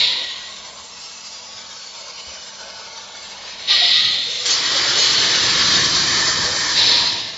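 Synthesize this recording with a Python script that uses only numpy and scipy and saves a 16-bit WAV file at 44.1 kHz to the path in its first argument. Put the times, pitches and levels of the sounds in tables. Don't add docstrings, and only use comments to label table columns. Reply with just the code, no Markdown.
import sys
import numpy as np
from scipy import signal
from scipy.fft import rfft, irfft, next_fast_len
from scipy.io import wavfile
from scipy.ndimage import uniform_filter1d, map_coordinates

SR = 44100
rng = np.random.default_rng(int(sys.argv[2]) if len(sys.argv) > 2 else 0)


def bounce(signal):
    frames = np.transpose(np.atleast_2d(signal))
    limited = np.clip(frames, -1, 1)
    pcm = np.round(limited * 32767).astype(np.int16)
    wavfile.write(sys.argv[1], SR, pcm)


def level_to_linear(level):
    exponent = np.asarray(level, float) / 20
    return 10 ** exponent


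N = 325017

# opens/s, stays open/s, level/dB, rise/s, level of the bleed that follows/dB
VENTS = [(-.3, .31, -11.5, .03, -39.5), (3.67, .34, -12, 0.033, -23.5), (6.737, 0.25, -13.5, 0.047, -50.5)]
# f/Hz, density/dB
VENT_FAR = [(820, -57.5), (1400, -23), (1750, -28), (1910, -9), (2100, -11), (2700, -14), (3200, -2.5),
            (3650, 3.5), (3950, 0.5), (4400, -1), (4750, -14.5), (5250, -17.5), (5800, -25), (6300, -36),
            (7600, -47), (9900, -59), (16700, -120)]
# f/Hz, density/dB
VENT_NEAR = [(820, -47), (1500, -35), (1870, -20), (2300, -15), (2900, -10.5), (3400, -11.5), (3680, -4),
             (4150, 2), (4500, -2.5), (5000, 2.5), (5600, -7.5), (6200, -21), (7600, -43), (9900, -59),
             (16700, -120)]
VENT_SAG_DB_PER_S, BLEED_DB_PER_S = 8, 6
VENT_TILT_DB_PER_OCT, VENT_DULLING_PER_OCT = -1.5, 0.35
SEEP_DB, SEEP_S = -20.5, 0.2
CHATTER_DB, CHATTER_S = 1.5, 0.13
HALL_DECAY_DB_PER_S = 48.5

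# t/s, level/dB
JET_FLOW = [(4.45, -20.5), (4.62, -19.5), (5.0, -16.5), (5.3, -16.5), (5.75, -15), (6.0, -17),
            (6.24, -17.5), (6.4, -19.5), (6.75, -20), (7.04, -24.5)]
# t/s, length/s, level over the flow/dB
SPURTS = [(4.453, .05, 5), (4.498, 0.078, 2.5), (4.987, 0.12, 1.5), (5.709, 0.023, 0), (7.124, .012, 6)]
# f/Hz, density/dB
JET_FAR = [(180, -42), (300, -12), (482, -11), (522, -15.5), (805, -19), (1040, -10), (1360, -8),
           (1970, -7.5), (2510, -9.5), (2790, -5), (3030, -4), (4370, -2), (5350, -8), (6370, -14),
           (7600, -20), (9880, -35), (16700, -120)]
# f/Hz, density/dB
JET_NEAR = [(180, -30.5), (300, -3), (409, -13), (685, -27), (784, -16.5), (1010, 3.5), (1480, -12.5),
            (1790, 4.5), (2020, -7), (2510, -12), (2720, -28), (3110, -5.5), (3380, -12), (4480, 0),
            (7600, -10.5), (9880, -48), (16700, -120)]
JET_OPENS_S, JET_RISE_S, JET_SHUTS_S = 4.443, 0.016, 7.04
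JET_TILT_DB_PER_OCT, JET_BRIGHTENING_PER_OCT = 1.5, 0.16
SPURT_BRIGHTENING_PER_OCT = 1

# t/s, level/dB, brightness/(dB per octave)
LEAK = [(0, -38, 1), (.5, -39, 0.5), (1.26, -36, 2), (2.1, -35, 1), (3.2, -35, 0.5), (3.5, -34.5, -0.5),
        (3.66, -36, 0), (4.2, -36, 3.5), (4.44, -28.5, 5), (4.8, -41, 0)]
# f/Hz, density/dB
LEAK_AWAY = [(260, -44.5), (450, -15), (495, -5), (740, -20.5), (803, -9.5), (1110, -3), (1190, -4.5),
             (1610, -13.5), (2410, -20.5), (2650, -2.5), (2920, -6.5), (3210, -13), (3870, -20.5),
             (4360, -5), (7600, -5.5), (9880, -43), (16700, -120)]
# f/Hz, density/dB
LEAK_FACING = [(260, -34.5), (450, -9.5), (634, -5), (740, -11), (894, -3), (1190, -12), (1600, -6),
               (1970, -17), (2200, -2.5), (2680, -13), (2950, -7), (4260, -1.5), (4850, -6.5),
               (6070, -11.5), (7600, -20), (9880, -52.5), (16700, -120)]
LEAK_DRAWN_DB, SPIT_DB, SPIT_S = -20, -23, 0.034

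# t/s, turn towards the machine/0-1, nearness to the nozzle/0-1
WALK = [(0, 0.4, 0.28), (.9, 0.41, 0.4), (2, 0.7, 0.5), (3.2, 0.84, 0.45), (4.9, 0.2, 0.22), (5.4, 1, 0.15),
        (5.7, 1, 0.27), (6.3, 0.8, 0.54), (7.37, 0.95, 0.77)]

# start/s, length/s, f/Hz, width/Hz, level before fades/dB
WHISTLES = [(0, 0.26, 967, 70, -42), (0, 0.18, 1980, 150, -38), (0.208, 0.11, 1934, 60, -35.5),
            (.38, .12, 1914, 60, -46.5), (0, .15, 490, 49.7, -44), (0.908, 0.22, 5360, 250, -43.5),
            (3.698, 0.064, 1205, 35, -33.5), (3.692, 0.47, 1950, 120.5, -32.5),
            (3.854, .3, 1233, 50, -41.5), (3.812, 0.088, 712, 25, -33), (4.26, 0.4, 485, 83, -43.5),
            (4.496, 0.045, 6600, 149.6, -25), (4.502, 0.045, 4500, 304, -25),
            (4.976, 0.079, 6590, 120.3, -25), (5.004, 0.24, 4350, 350, -25),
            (5.201, 0.76, 1745, 100, -32.5), (5.603, 0.77, 1093, 140, -42), (6.05, 0.85, 1788, 99.6, -34),
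            (6.737, 0.45, 960, 89.8, -35)]
WHISTLE_STEADINESS, WHISTLE_FLUTTER_DB = 0.45, 1.5

# t/s, level/dB
BUFFET = [(0, -48), (.1, -49.5), (.4, -65.5), (3.66, -63), (3.75, -50), (4.1, -47), (4.44, -54.5),
          (4.65, -43.5), (5.1, -40.5), (5.45, -35.5), (5.8, -34), (6.45, -36), (6.7, -41), (7.04, -38),
          (7.37, -53.5)]
# f/Hz, density/dB
BASS = [(12, -41.5), (20, -21.5), (82, -2), (135, 0.5), (260, -5), (340, -11.5), (570, -120)]
# f/Hz, density/dB
ROAR = [(110, -38.5), (180, -15.5), (363, 5), (441, -2), (488, 5), (692, 3), (750, 0.5), (900, 0),
        (1170, -16.5), (1980, -120)]
VENT_ROAR_DB = -24.5
JET_ROAR_DB, ROAR_DB_PER_BUFFET_DB = -37, 0.32

# t/s, level before decay/dB, f/Hz
THUMPS = [(1.537, -45, 94), (2.268, -38, 71.4)]

# f/Hz, width/Hz, level/dB, steadiness/0-1
HUM = [(199, 2.5, -62.5, 1), (242.5, 8, -65, 0.5), (485, 13, -61.5, .3), (888, 14, -57.5, .3),
       (1117, 25, -55.5, 0.2)]
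# f/Hz, density/dB
HALL = [(12, -58), (20, -16.5), (27, -19), (65, -2), (171, -9.5), (185, -3), (203, -3), (251, -13.5),
        (272, -9), (488, -4.5), (527, -11), (635, 4.5), (800, -5), (1040, -35.5), (1760, -120)]
# t/s, mean level/dB
HALL_DB = [(0, -50.5), (1.2, -54.5), (2.2, -55), (3.2, -51), (7.37, -47)]

# f/Hz, threshold under which a patch sounds/0-1
SPREAD = [(3700, 0), (4500, .1), (5500, .22), (6500, .33), (7300, .5)]
TOP_HZ, FRAME = 7545, 1024


def vent():
    t, flow = np.arange(N) / SR, vent_flow()
    lost_db = np.clip(to_db(flow.max() / (flow + 1e-5)), 0, 30)
    tilt_db = VENT_TILT_DB_PER_OCT - VENT_DULLING_PER_OCT * lost_db
    shutting = 0
    for opens_s, open_s, *_ in VENTS:
        since_s = t - opens_s - open_s
        shutting = shutting + (since_s > 0) * np.exp(-np.abs(since_s) / CHATTER_S)
    gain = flow * level_to_linear(CHATTER_DB * shutting * wobble(55))
    return moving_hiss(gain, tilt_db, VENT_FAR, VENT_NEAR, axis=1,
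                       patchy_db=1.1, streaky_db=2.6, flutter_db=0.4)


def vent_flow():
    t, power = np.arange(N) / SR, 0
    for opens_s, open_s, db, rise_s, bleed_db in VENTS:
        shuts_s = opens_s + open_s
        sag_db = VENT_SAG_DB_PER_S * np.clip(t - opens_s - rise_s, 0, open_s)
        blast = level_to_linear(db - sag_db) * valve(opens_s, rise_s, shuts_s)
        bleed = level_to_linear(bleed_db - BLEED_DB_PER_S * np.clip(t - shuts_s, 0, None)) * (t > opens_s + rise_s)
        seep = level_to_linear(db + SEEP_DB) * np.exp(np.clip(t - opens_s, None, 0) / SEEP_S)
        seep = seep * (t < opens_s + rise_s)
        power = power + seep ** 2 + blast ** 2 + bleed ** 2
    return np.sqrt(power)


def jet():
    t, (flow_db,) = np.arange(N) / SR, curves(JET_FLOW)
    spurt_db = 0
    for s, length_s, db in SPURTS:
        rise = np.clip((t - s) / 0.0089, 0, 1)
        fall = np.clip(1.5 - (t - s) / length_s, 0, 1)
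        spurt_db = spurt_db + db * rise * fall
    tilt_db = JET_TILT_DB_PER_OCT + JET_BRIGHTENING_PER_OCT * (flow_db + 15.5)
    tilt_db = tilt_db + SPURT_BRIGHTENING_PER_OCT * spurt_db
    gain = level_to_linear(flow_db + spurt_db) * valve(JET_OPENS_S, JET_RISE_S, JET_SHUTS_S)
    return moving_hiss(gain, tilt_db, JET_FAR, JET_NEAR, axis=1,
                       patchy_db=1.2, streaky_db=2, flutter_db=0.7)


def leak():
    t, (level_db, tilt_db) = np.arange(N) / SR, curves(LEAK)
    spit = sum(np.exp(-np.abs(t - s - rise_s) / SPIT_S) for s, _, _, rise_s, _ in VENTS)
    drawn = vent_flow() * (level_to_linear(LEAK_DRAWN_DB) + level_to_linear(SPIT_DB) * spit)
    gain = np.hypot(level_to_linear(level_db), drawn)
    return moving_hiss(gain, tilt_db, LEAK_AWAY, LEAK_FACING, axis=0,
                       patchy_db=1.5, streaky_db=4.5, flutter_db=1.0)


def whistles():
    out, t = np.zeros(N + 2 * SR), np.arange(3 * SR // 2) / SR
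    for s, length_s, hz, width_hz, db in WHISTLES:
        rise = np.clip((t + 0.002) / 0.013, 0, 1)
        fade = np.clip((1.25 - t / length_s) / 0.5, 0, 1)
        tone = narrow(hz, width_hz, WHISTLE_STEADINESS, count=len(t))
        out[max(round(s * SR), 0):][:len(t)] += level_to_linear(db) * rise * fade * tone
    return out[:N] * level_to_linear(WHISTLE_FLUTTER_DB * wobble(18))


def rumble():
    bass = unit(level_to_linear(0.98 * wobble(9) + 0.95 * wobble(5)) * coloured(BASS))
    roar = turbulence(lambda hz, t: along(ROAR, hz), patchy_db=3.0, streaky_db=4.0)
    roar = unit(level_to_linear(2.1 * wobble(8)) * roar)
    (buffet_db,) = curves(BUFFET)
    jet_roar = level_to_linear(JET_ROAR_DB + ROAR_DB_PER_BUFFET_DB * (buffet_db + 39))
    jet_roar = jet_roar * valve(JET_OPENS_S, JET_RISE_S, JET_SHUTS_S)
    roar_gain = np.hypot(level_to_linear(VENT_ROAR_DB) * vent_flow(), jet_roar)
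    return level_to_linear(buffet_db) * bass + roar_gain * roar


def thumps():
    out, t = np.zeros(N + SR), np.arange(SR // 2) / SR
    for s, db, hz in THUMPS:
        envelope = level_to_linear(db - 60 * t / 0.22) * (1 - np.exp(-t / 0.012))
        out[round(s * SR):][:len(t)] += envelope * np.sin(2 * np.pi * hz * t)
    return out[:N]


def hum():
    drone = level_to_linear(curves(HALL_DB)[0] + 2.3 * wobble(6)) * coloured(HALL)
    tones = sum(level_to_linear(db) * narrow(hz, width_hz, steady, count=N) for hz, width_hz, db, steady in HUM)
    return drone + tones


def moving_hiss(gain, tilt_db, first, second, axis, patchy_db, streaky_db, flutter_db):
    def colour_db(hz, t):
        place = np.clip(curves(WALK, t)[axis], 0, 1)
        tilt = np.interp(t, np.arange(N) / SR, tilt_db) * np.log2((hz + 500) / 4500)
        return (1 - place) * along(first, hz) + place * along(second, hz) + tilt
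    return gain * level_to_linear(flutter_db * wobble(40)) * turbulence(colour_db, patchy_db, streaky_db)


def turbulence(colour_db, patchy_db, streaky_db):
    hz, t, z = signal.stft(rng.standard_normal(N), SR, nperseg=FRAME, noverlap=FRAME * 3 // 4)
    gain = level_to_linear(colour_db(hz[:, None], t)) * np.ones(z.shape)
    gain = gain / np.sqrt(np.mean(gain ** 2, axis=0))
    patches = uniform_filter1d(rng.standard_normal(z.shape), size=6, axis=0)
    patches = uniform_filter1d(patches, size=12, axis=1)
    streaks = uniform_filter1d(rng.standard_normal(z.shape), size=70, axis=1)
    texture = level_to_linear(patchy_db * unit(patches) + streaky_db * unit(streaks))
    return unit(signal.istft(z * gain * texture, SR, nperseg=FRAME, noverlap=FRAME * 3 // 4)[1][:N])


def valve(opens_s, rise_s, shuts_s):
    t = np.arange(N) / SR
    decay_db = HALL_DECAY_DB_PER_S * np.clip(t - shuts_s, 0, None)
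    return np.clip((t - opens_s) / rise_s, 0, 1) * level_to_linear(-decay_db)


def narrow(hz, width_hz, steady, count):
    size = next_fast_len(count)
    f = np.fft.fftfreq(size, 1 / SR)
    resonance = 1 / (1 + (2 * (f - hz) / width_hz) ** 2)
    tone = np.fft.ifft(np.fft.fft(rng.standard_normal(size)) * resonance)[:count]
    return unit(np.real(tone / np.abs(tone) ** np.clip(steady, 0, 1)))


def coloured(spectrum):
    size = next_fast_len(N)
    gain = level_to_linear(along(spectrum, np.fft.rfftfreq(size, 1 / SR)))
    return unit(irfft(rfft(rng.standard_normal(size)) * gain, size)[:N])


def wobble(knots_per_s):
    knots = rng.standard_normal(int(N * knots_per_s / SR) + 4)
    return map_coordinates(knots, [np.arange(N) * knots_per_s / SR])


def curves(rows, t=None):
    s, *cols = np.transpose(rows)
    return [np.interp(np.arange(N) / SR if t is None else t, s, c) for c in cols]


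def along(points, hz):
    f, v = np.transpose(points)
    return np.interp(np.log(hz + 1), np.log(f + 1), v)


def unit(x):
    return x / np.sqrt(np.mean(x ** 2) + 1e-20)


def to_db(gain):
    return 20 * np.log10(gain + 1e-5)


def unlike_treble(mono):
    hz, t, z = signal.stft(mono, SR, nperseg=FRAME, noverlap=FRAME * 3 // 4)
    blocks = rng.standard_normal((z.shape[0] // 12 + 1, z.shape[1] // 6 + 1))
    blocks = unit(uniform_filter1d(blocks, size=3, axis=0))
    chance = np.repeat(np.repeat(1 / (1 + np.exp(1.7 * blocks)), 12, axis=0), 6, axis=1)
    chance = chance[:z.shape[0], :z.shape[1]]
    power = uniform_filter1d(np.abs(z) ** 2, size=10, axis=0)
    level = np.sqrt(np.abs(uniform_filter1d(power, size=6, axis=1)))
    noise = signal.stft(rng.standard_normal(N), SR, nperseg=FRAME, noverlap=FRAME * 3 // 4)[2]
    noise = noise / np.sqrt(np.mean(np.abs(noise) ** 2))
    patches = (chance < along(SPREAD, hz)[:, None]) * level * noise
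    side = level_to_linear(-5.5) * signal.istft(patches, SR, nperseg=FRAME, noverlap=FRAME * 3 // 4)[1][:N]
    return np.array([mono + side, mono - side])


def scene():
    mono = vent() + jet() + leak() + whistles() + rumble() + thumps() + hum()
    return np.array([mono, mono])


def band_limit(x):
    return signal.sosfilt(signal.butter(12, 8590, fs=SR, output="sos"), x)


def record(dry):
    rounded = dry[0] / (1 + np.abs(dry[0] / 0.85) ** 4) ** (1 / 4)
    size = next_fast_len(N + SR // 4)
    passed = np.fft.rfftfreq(size, 1 / SR) < TOP_HZ
    mix = irfft(rfft(unlike_treble(rounded), size) * passed, size)[:, :N]
    return band_limit(mix)


dry = scene()
out = record(dry)
bounce(out)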